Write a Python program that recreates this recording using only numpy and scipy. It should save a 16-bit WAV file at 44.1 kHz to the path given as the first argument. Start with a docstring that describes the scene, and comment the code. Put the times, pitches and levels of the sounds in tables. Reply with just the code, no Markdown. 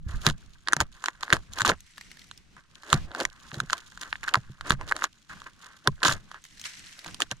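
"""Knife ripping birch bark

A knife rips down through dry birch bark on a standing trunk, an arm's length from a small camera in a wood.
Short noise bursts ring the bark's modes as snapping plates; dense random clicks ring them as tearing fibres.
Damped sines are the loose sheet thumping on the trunk; clicks and brief scratches are crumbs on dry leaves.
Shaped noise is the wind and jolts rumbling on two microphone ports, over the faint air of the wood."""
import sys
import numpy as np
from scipy import signal
from scipy.fft import rfft, irfft
from scipy.io import wavfile
from scipy.ndimage import uniform_filter1d

SR = 44100
rng = np.random.default_rng(int(sys.argv[2]) if len(sys.argv) > 2 else 0)


def int16_out(signal):
    """Quantize to a 16-bit WAV file."""
    q = np.round(np.clip(np.atleast_2d(signal).T, -1, 1) * 32767)
    wavfile.write(sys.argv[1], SR, q.astype(np.int16))


N = 326340
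TIME = np.arange(N) / SR

# Bark plates snapping. Each row: start in seconds, peak level in dB, plate pitch in Hz,
# peak of the brittle treble over that of the plate in dB.
PLATE_SNAPS = [(0.2607, -37, 1460, 4), (0.2657, 3, 1630, 5), (0.2683, -12.5, 1510, 5),
               (0.2752, -14.5, 1170, 5), (0.2886, -13.5, 1400, 2), (0.2994, -16, 1280, 5),
               (0.309, -24.5, 1006, 5.5), (0.674, -16, 1670, -2), (0.685, -8.5, 1620, 0),
               (0.7239, -13.5, 1630, -4), (0.7322, -1.5, 1300, -4), (0.766, -12, 1080, 1),
               (0.804, -3.5, 1540, 2), (0.811, -7, 916, -1), (1.0404, -13.5, 1040, -4.5),
               (1.0592, -12, 1630, 6), (1.084, -8, 1740, -8), (1.209, -30, 1880, 7),
               (1.2286, -21, 1290, -2.5), (1.2322, -13, 970, 1.5), (1.28, -23.5, 1110, -20.5),
               (1.303, -13, 1760, -6.5), (1.327, 1, 1540, -10.5), (1.3325, -2.5, 1520, 2.5),
               (1.367, -19, 1120, -6.5), (1.535, -22, 1740, 19), (1.574, -25, 935, -17),
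               (1.5859, -21.5, 1090, -28.5), (1.598, -19, 1300, -2), (1.602, -17.5, 1500, -9),
               (1.6067, -9, 1510, -2), (1.609, -19.5, 1390, -21), (1.618, -3, 1350, 3),
               (1.649, -7, 1010, -18), (1.6524, -12, 1310, 7), (1.6586, -15.5, 1400, 12.5),
               (1.6622, -12, 1700, 23), (1.6649, -16, 1300, 27), (1.67, -12, 1100, -14),
               (1.6778, -8, 1610, 5), (1.6835, -16, 1000, 4), (1.6918, -11, 1300, -33),
               (1.694, -8, 1240, 7.5), (1.698, -8.5, 1300, -18), (1.717, -15, 840, -19.5),
               (2.313, -25, 1470, 8), (2.566, -37.5, 1410, -6), (2.834, -30.5, 1260, -4),
               (2.902, -21.5, 1550, 16.5), (2.929, 1, 1155, -0.5), (2.934, -24, 1500, 26),
               (2.941, -12.5, 1800, 27), (3.116, -26.5, 1370, -1), (3.149, -18, 1470, -5.5),
               (3.202, -14.5, 1520, 5), (3.209, -17, 1290, 11), (3.252, -6.5, 1850, 3),
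               (3.516, -27, 1240, -22), (3.543, -23, 1400, 8), (3.602, -10, 1350, -2),
               (3.699, -16.5, 1500, -4.5), (3.7053, -17.5, 1200, 5.5), (3.729, -21, 1410, -8),
               (3.731, -6, 1200, 1.5), (3.975, -27.5, 1530, -1.5), (4.033, -22, 1600, 8),
               (4.128, -12.5, 1510, -39.5), (4.156, -22, 1670, -34), (4.232, -20, 1620, -10.5),
               (4.278, -19.5, 1500, -8), (4.282, -12, 1460, -6.5), (4.2906, -16, 1560, 12),
               (4.339, -7.5, 1480, 11), (4.3436, -1.5, 1210, -15.5), (4.355, -6, 1300, -5),
               (4.61, -19, 1470, -2.5), (4.7056, 0, 1170, -2), (4.7197, -15, 1180, -3),
               (4.727, -19, 1100, -4), (4.812, -20.5, 1000, -10), (4.912, -18.5, 1295, -4),
               (4.915, -13, 1100, -21), (4.922, -5, 1180, -17), (4.965, -18.5, 1200, 2.5),
               (5.022, -13, 1260, -26.5), (5.0406, -6.5, 1180, 2), (5.045, -11.5, 1510, -6.5),
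               (5.418, -29.5, 1220, -4.5), (5.8739, -5.5, 1580, 3), (5.874, -6.5, 1240, -2),
               (6.019, -27.5, 1530, -15), (6.031, -6, 1430, -2), (6.034, -5.5, 1410, 12),
               (6.0531, -11, 1530, 1), (6.0572, -13.5, 1490, 4), (6.0604, -9, 1350, 3),
               (6.064, -10, 1310, 3), (6.0676, -10, 1300, 20), (6.0716, -11, 1200, 16),
               (6.077, -18, 1940, 9), (6.081, -6, 1240, 4), (6.084, -10, 1390, 1),
               (6.0932, -11.5, 1400, -21), (6.098, -15.5, 1500, 3), (6.1021, -21, 1400, 5),
               (6.1248, -12, 1260, 4), (6.315, -27, 1455, -5), (6.344, -28.5, 1280, -30),
               (7.062, -25, 1500, -5.5), (7.145, -19, 1300, 17), (7.204, -10.5, 1100, 7.5),
               (7.22, -3.5, 1870, 11), (7.3133, -13, 1190, 18)]
# Modes of the bark: the hollow behind, the plate and the brittle skin; tearing rings them too.
# Each row: frequency in Hz, width of the narrower of two resonators in Hz, level before chance scatter in dB.
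HOLLOW_MODES = [(323.7, 141, 7.5), (530, 385, 7)]
PLATE_MODES = [(1039, 49, 0.5), (1162, 330, 4), (1525, 296, 5.5)]
BRITTLE_MODES = [(2140, 1700, -4), (3150, 1380, 8.5), (3990, 600, 0), (5300, 2700, 0.5), (6660, 567, 6.5),
                 (9040, 1600, -7.5), (11250, 3800, -15.5)]
SNAP_DULL = 0.38  # filter pole: a whole plate breaking is duller on top than a single fibre


def snaps():
    """Impulsive modal excitation: a crack of about a millisecond rings plate, brittle skin and hollow."""
    out, t = np.zeros((2, N + 1024)), np.arange(1024) / SR
    shape = (1 - np.exp(-t / .0003)) * (np.exp(-t / .0003) + .02 * np.exp(-t / .004))
    for s, peak_db, hz, brittle_db in PLATE_SNAPS:
        run, *edges = rng.standard_normal((3, len(t))) * shape
        plate = ring(ring(run, hz, 650), hz, 650) + 0.25 * body(run, PLATE_MODES, 8.2, size=1)
        # each port faces other edges
        tail = 0.05 * rng.standard_normal((2, len(t))) * np.exp(-t / 0.0037)
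        seen = run + 0.57 * np.array(edges) + tail
        brittle = signal.lfilter([1, 1], [1, -SNAP_DULL], body(seen, BRITTLE_MODES, 4, size=1))
        hollow = body(run, HOLLOW_MODES, 17.0, size=1)
        hollow_db = -18.5 + 0.8 * peak_db  # big cracks reach deeper and shake the hollow more
        levelled = zip((0, brittle_db, hollow_db), (plate, brittle, hollow))
        crack = sum(undb(db) * part / np.abs(part).max() for db, part in levelled)
        start = int(s * SR)
        out[:, start:start + len(t)] += crack / np.abs(crack).max() * undb(peak_db)
    return out[:, :N]


# Rips: fibres part ever faster until the strip gives, then die away.
# Each row: moment of giving in seconds, build-up in seconds, dying in seconds,
# then levels at the giving in dB: plate rasp, brittle crackle, hollow low-mid.
STRIP_RIPS = [(0.109, 0.073, 0.32, -46.5, -47.5, -54.5), (0.28, 0.085, 0.05, -27, -28, -32),
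              (.688, 0.056, 0.28, -47, -55.5, -51), (0.817, 0.031, 0.021, -24.5, -28, -24.5),
              (.95, 0.063, 0.76, -51.5, -58.5, -65), (1.084, 0.15, 0.036, -40.5, -50, -51),
              (1.237, 0.079, 0.12, -43, -45.5, -52), (1.335, 0.042, 0.048, -22.5, -30.5, -22),
              (1.617, 0.11, 0.033, -31.5, -31, -40), (1.654, 0.006, 0.079, -17.5, -27, -30),
              (1.703, 0.075, 0.035, -30, -30.5, -20), (2.58, 0.026, 0.13, -54, -62.5, -68.5),
              (2.87, 0.2, 0.11, -49.5, -49.5, -58.5), (2.941, 0.091, 0.067, -28, -33.5, -31.5),
              (3.218, 0.16, 0.063, -35, -40, -31), (3.538, 0.028, 0.21, -49.5, -53, -44.5),
              (3.73, 0.055, 0.1, -42, -43.5, -46.5), (4.02, 0.02, 0.11, -35.5, -39, -47.5),
              (4.132, 0.043, 0.039, -42.5, -55.5, -95), (4.236, 0.0043, 0.067, -33.5, -45, -53),
              (4.29, 0.065, 0.037, -29.5, -40.5, -48), (4.368, 0.081, 0.028, -43, -56.5, -35.5),
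              (4.722, 0.11, 0.034, -29.5, -34, -35.5), (4.821, 0.057, 0.043, -40.5, -56.5, -40),
              (4.884, 0.049, 0.067, -35, -41, -41), (4.959, 0.035, 0.041, -48.5, -57.5, -38.5),
              (5.047, 0.13, 0.032, -28.5, -37.5, -38), (5.296, 0.0026, 0.12, -37, -48, -63.5),
              (5.416, 0.13, 0.067, -47.5, -51.5, -63), (5.465, 0.0076, 0.044, -34.5, -45, -47),
              (5.63, 0.12, 0.22, -49, -54, -63.5), (5.694, 0.099, 0.2, -51, -58.5, -66),
              (5.877, 0.022, 0.014, -31, -65, -23), (6.033, 0.012, 0.063, -30.5, -31, -30.5),
              (6.052, 0.0045, 0.099, -15, -23, -22.5), (6.115, 0.09, 0.058, -22.5, -30.5, -27.5),
              (6.346, 0.11, 0.09, -48, -58, -61.5), (7.083, 0.14, 0.075, -50, -51.5, -50.5),
              (7.221, 0.028, 0.023, -30, -29.5, -29.5), (7.319, 0.017, 0.019, -30, -35.5, -33)]
# Blade resting in the cut, faintly ticking.
# Each row: time in seconds, plate rasp in dB, brittle crackle in dB.
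BLADE_DRAG = [(0, -73.5, -74), (.5, -67, -64), (.9, -80, -69.5), (1.45, -70.5, -63.5), (1.85, -80, -72.5),
              (2.5, -77, -87), (3.1, -67, -67), (3.35, -60.5, -64), (3.5, -53.5, -50.5), (3.85, -57, -53.5),
              (4.2, -60, -56), (4.6, -61, -70), (5.15, -73, -66.5), (5.9, -66.5, -61), (6.5, -78.5, -63),
              (7.05, -68.5, -64.5), (7.4, -69, -70)]
DRAG_HOLLOW_DB = -15  # relative to the plate rasp
# fibre rate when rasp and crackle together reach -44.5 dB; ten times as many for every BUSIER_DB louder
FIBRES_PER_S, BUSIER_DB = 1300, 40.5
FIBRE_SPREAD_DB, EVENING = 2.5, .14  # the busier the tearing, the more alike the fibres
SCRAPE = 1.0  # even rubbing against single fibres, as a ratio


def tearing():
    """Shot noise through resonators: parting fibres ring the bark; the blade sticks and slips."""
    drag_db, tick_db = curves(BLADE_DRAG)
    shapes = [swell(*rip[:3]) for rip in STRIP_RIPS]

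    def strength(rest_db, column):
        """Power addition: the rips' levels in one column join the resting blade's."""
        rips = joined(undb(rip[column]) * shape for rip, shape in zip(STRIP_RIPS, shapes))
        return np.hypot(undb(rest_db), rips)

    rasp = strength(drag_db, 3)
    crackle = strength(tick_db, 4)
    boom = strength(drag_db + DRAG_HOLLOW_DB, 5)

    busy = (np.hypot(rasp, crackle) / undb(-44.5)) ** (20 / BUSIER_DB)
    spread_db = FIBRE_SPREAD_DB / np.maximum(busy, .6) ** EVENING
    fibres = grains(FIBRES_PER_S * busy, spread_db) / np.sqrt(busy)  # denser clicks, like power
    fibres = fibres + 0.23 * rng.standard_normal(N)
    slip_db = 6.5 / np.maximum(busy, 1) ** 0.23  # less stick and slip in a full rip
    skin = fibres * fits(slip_db, size=256)  # the brittle skin chatters on its own
    scrape = SCRAPE / np.maximum(busy, 1) * fibres.std() * rng.standard_normal(N)  # a slow blade rubs evenly
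    fibres = (fibres + scrape) * fits(.5 * slip_db, size=640)

    plate = unit(body(fibres, PLATE_MODES, 8.6, size=N))
    hollow = unit(body(fibres, HOLLOW_MODES, 6, size=N))
    brittle = unit(body(skin, BRITTLE_MODES, 9.1, size=(2, N)))
    return rasp * plate + crackle * brittle + boom * hollow


# Loose sheet knocking on the trunk; wind() takes its jolts from the same rows.
# Each row: start in seconds, peak level in dB, pitch in Hz, time to ring down 60 dB in seconds (at least 0.01).
SHEET_THUMPS = [(0.065, -25, 69, 0.2), (0.27, -14.5, 149, 0.055), (0.296, -22.5, 141.4, 0.072),
                (0.767, -28.5, 148, 0.071), (0.804, -25.5, 78, 0.088), (0.821, -28.5, 119, 0.062),
                (1.331, -16, 136, 0.026), (1.619, -29.5, 119, 0.074), (1.653, -29, 229, 0.097),
                (1.68, -29, 105, 0.11), (1.715, -27.5, 181, 0.057), (2.928, -21.5, 132.3, 0.14),
                (2.941, -13, 139, 0.069), (3.22, -27.5, 326, 0.021), (3.529, -35, 148, 0.07),
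                (3.573, -28.5, 137, 0.067), (3.616, -32.5, 144, 0.069), (3.633, -31, 157, 0.046),
                (4.371, -25, 125, 0.077), (4.498, -34.5, 133.4, 0.097), (4.707, -13.5, 152, 0.01),
                (4.723, -27.5, 136.7, 0.17), (5.875, -19, 401, 0.033), (5.88, -18.5, 138, 0.074),
                (6.053, -28, 167, 0.082), (6.086, -26.5, 130, 0.13), (7.223, -35.5, 280, 0.027),
                (7.32, -35.5, 125, 0.083)]


def thumps():
    """Damped oscillation: a soft push swings the sheet, with a weaker upper mode and a short knock."""
    out, t = np.zeros(N + 16384), np.arange(16384) / SR
    for s, peak_db, hz, ring_s in SHEET_THUMPS:
        fade = np.exp(-np.log(1000) * t / max(ring_s, .01)) * (1 - np.exp(-t / 0.003))
        upper = 0.39 * np.sin(2 * np.pi * 1.4 * hz * t)
        knock = 0.54 * np.exp(-t / .005) * np.sin(2 * np.pi * 2.26 * hz * t)
        swing = fade * (np.sin(2 * np.pi * hz * t) + upper + knock)
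        start = int(s * SR)
        out[start:start + len(t)] += undb(peak_db) * swing / np.abs(swing).max()
    return out[:N]


# Sound wraps round the housing.
# Each row: frequency in Hz, phase by which left leads in radians, left minus right in dB.
PORT_DIFFERENCES = [(0, 0, -1), (1000, -.3, -1), (1600, -1, 1), (2300, -2.6, -4), (2900, -5.9, 0),
                    (3500, -6.7, -3.5), (5800, -7.1, -5), (6400, -6.4, 0), (7000, -7.6, 4),
                    (7600, -8.6, -3), (8400, -12.2, -5), (9500, -13.3, 0), (10800, -14.8, 0),
                    (16000, -14.3, -4)]


def ports(sound):
    """Diffraction: each port hears the bark with its own delay and shading, set by frequency."""
    hz, radians, pan_db = np.transpose(PORT_DIFFERENCES)
    bins = np.arange(N // 2 + 1) * SR / N
    side = np.array([[.5], [-.5]])  # half the difference to each port
    turn = np.exp(1j * side * np.interp(bins, hz, radians))
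    shade = undb(side * np.interp(bins, hz, pan_db))
    return irfft(rfft(sound) * turn * shade, N)


# Single crumbs landing on the leaves.
# Each row: start in seconds, peak of the leaf's ring in dB, leaf pitch in Hz.
CRUMB_LANDINGS = [(1.805, -38.5, 6270), (1.9734, -40.5, 1850), (1.9802, -31, 1650), (2.011, -33, 2200),
                  (2.115, -35.5, 2080), (2.171, -40, 1770), (2.193, -37.5, 4510), (2.217, -42.5, 3560),
                  (2.242, -43, 5580), (2.376, -37.5, 5160), (6.44, -34, 6470), (6.451, -38.5, 1900),
                  (6.574, -45, 1650), (6.596, -34.5, 4620), (6.6142, -30.5, 6010), (6.64, -30.5, 3030),
                  (6.695, -38, 5460), (6.9277, -43, 2970), (6.991, -33, 4300), (7.0446, -32, 2000),
                  (7.0832, -36, 1570)]
# fade time constant in seconds, sharpness of the leaf's ring, wide crackle's peak relative to the ring's
CRUMB_S, CRUMB_Q, CRUMB_BROAD_DB = 0.0026, 5.8, -3


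def crumbs():
    """Impact resonance: a short scratch rings the leaf it hits, a little differently at each port."""
    out, t = np.zeros((2, N + 1024)), np.arange(1024) / SR
    for s, peak_db, hz in CRUMB_LANDINGS:
        both, *own = rng.standard_normal((3, len(t))) * np.exp(-t / CRUMB_S)
        scratch = both + 0.95 * np.array(own)
        leaf, broad = ring(scratch, hz, hz / CRUMB_Q), ring(scratch, 3200, 2300)
        tick = leaf / np.abs(leaf).max() + undb(CRUMB_BROAD_DB) * broad / np.abs(broad).max()
        start = int(s * SR)
        out[:, start:start + len(t)] += tick * undb(peak_db)
    return out[:, :N]


# Crumbs pattering on dry leaves below. Each row: time in seconds, level before chance wavering in dB.
RUSTLE_LEVEL = [(0, -106), (1.75, -65), (1.95, -57.5), (2.3, -59), (2.5, -72), (6.3, -72), (6.55, -56.5),
                (6.64, -51.5), (6.655, -31), (6.7, -46.5), (7.0, -53), (7.4, -66.5)]
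# Colouring filter of the rustle. Each row: frequency in Hz, relative gain in dB.
LEAF_COLOUR = [(500, -32.5), (1000, -23.5), (1800, -10), (3300, -15), (6000, -15.5), (10000, -26),
               (16000, -49)]


def rustle():
    """Granular noise: tiny leaf clicks, ringing by chance in bands, over a patchy hiss of each port's own."""
    bands = [(hz, hz / 5, 0) for hz in 1000 * 2 ** np.arange(0, 4, .5)]
    clicks = unit(body(grains(900, 2.6), bands, 6.5, size=N))
    sides = [colour(clicks + 1.4 * rng.standard_normal(N), LEAF_COLOUR) for _ in range(2)]
    return undb(curves(RUSTLE_LEVEL)[0]) * fits(2.0, size=512) * np.array(sides)


# Wind on the ports. Each row: time in seconds, level before port balance and wavering in dB.
WIND_LEVEL = [(0, -43.5), (.25, -37), (.45, -56), (1.1, -68), (1.6, -52), (2, -70), (2.7, -67), (3.6, -69),
              (4.3, -56), (4.65, -53.5), (4.8, -41), (5.3, -79), (5.48, -50.5), (5.6, -79.5), (6.15, -41),
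              (6.35, -71), (7.4, -63)]
# Spectra of the rumble and of the air of the wood. Each row: frequency in Hz, relative level in dB.
GUST_COLOUR = [(20, 3.5), (45, -2.5), (90, -5.5), (180, -12.5), (400, -42), (2000, -69.5)]
AIR_COLOUR = [(60, -3), (200, -2.5), (500, -20.5), (1560, -23.5), (2400, -18.5), (6300, -26), (16000, -48)]
AIR_DB = -63  # before wavering
# each knock shakes the camera: rumble relative to the knock's peak, its delay, rise and fall
JOLT_DB, JOLT_LATE_S, JOLT_RISE_S, JOLT_FALL_S = -19, 0.03, 0.05, 0.16


def wind():
    """Partly coherent noise: rumble and faint air share a part between the ports, and both waver."""
    shared = rng.standard_normal(N)
    rumble = np.array([colour(.4 * shared + rng.standard_normal(N), GUST_COLOUR) for _ in range(2)])
    air = np.array([colour(.6 * shared + rng.standard_normal(N), AIR_COLOUR) for _ in range(2)])
    jolts = joined(undb(db + JOLT_DB) * swell(s + JOLT_LATE_S, JOLT_RISE_S, JOLT_FALL_S)
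                   for s, db, *_ in SHEET_THUMPS)
    strength = np.hypot(undb(curves(WIND_LEVEL)[0]), jolts)
    balance = undb([[-1.2], [1.2]])  # left, right
    gusts = strength * balance * rumble * fits(3.96, size=2048)
    return gusts + undb(AIR_DB) * fits(5.0, size=4096) * air


def body(kick, modes, scatter_db, size):
    """Modal superposition: kicks ring each mode by a chance amount, drawn once (size 1) or per sample."""
    total = 0
    for hz, width_hz, db in modes:
        scattered = kick * undb(scatter_db * rng.standard_normal(size))
        total = total + undb(db) * ring(ring(scattered, hz, width_hz), hz, 4.83 * width_hz)
    return total


def ring(x, hz, width_hz):
    """Resonance: one damped mode, the wider the sooner it dies."""
    r = np.exp(-np.pi * width_hz / SR)
    return signal.lfilter([1 - r, 0, r - 1], [1, -2 * r * np.cos(2 * np.pi * hz / SR), r * r], x)


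def grains(per_s, spread_db):
    """Random arrivals: sparse clicks of either sign, many small and a few large."""
    chance = rng.random((3, N))
    size = np.minimum(-np.log(chance[2] + 1e-9), 3.5)
    return (chance[0] < per_s / SR) * np.sign(chance[1] - .5) * undb(spread_db * size)


RIP_RANGE_DB = 30  # a swell climbs this far in its rise and drops as far in its fall
DYING_CURVE = 1.09  # above 1 the drop in dB steepens as it goes


def swell(s, rise_s, fall_s):
    """Exponential growth: gain climbs evenly in dB to 1 at s, then drops away ever faster."""
    late = TIME[::64] - s
    dying = (np.maximum(late, 0) / max(fall_s, .005)) ** DYING_CURVE
    return undb(-RIP_RANGE_DB * np.maximum(dying, -late / max(rise_s, .003)))


def joined(gains):
    """Incoherent addition: swells add in power."""
    return np.interp(TIME, TIME[::64], np.sqrt(sum(g ** 2 for g in gains)))


def fits(depth_db, size):
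    """Random modulation: gain moves by smoothed steps to a new chance level every size samples."""
    steps = np.repeat(rng.standard_normal(N // size + 1), size)[:N]
    return undb(depth_db * uniform_filter1d(steps, size // 4))


def colour(x, table):
    """Spectral shaping: filter a signal through (Hz, dB) points, then set its rms to 1."""
    hz, db = np.transpose(table)
    bins = np.maximum(np.arange(N // 2 + 1) * SR / N, 1)
    gain = undb(np.interp(np.log(bins), np.log(hz), db))
    return unit(irfft(rfft(x) * gain, N))


def curves(table):
    """Linear interpolation: columns of a table joined by straight lines in time."""
    s, *columns = np.transpose(table)
    return [np.interp(TIME, s, c) for c in columns]


def undb(db):
    """Decibel law: amplitude ratio for a level."""
    return 10 ** (np.asarray(db) / 20)


def unit(x):
    """Power normalisation: rms 1."""
    return x / np.sqrt(np.mean(x ** 2))


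def scene():
    """Superposition: bark sounds pass round the housing; leaves and wind reach each port directly."""
    return ports(snaps() + tearing() + thumps()) + rustle() + crumbs() + wind()


TOP_HZ = 16200


def record(dry):
    """Amplitude and band limiting: the camera clips the loudest peaks and cuts the top."""
    soft = signal.sosfilt(signal.butter(2, 14500, fs=SR, output="sos"), np.clip(dry, -1, 1))
    return signal.sosfilt(signal.ellip(10, .2, 90, TOP_HZ, fs=SR, output="sos"), soft)


dry = scene()
out = record(dry)
int16_out(out)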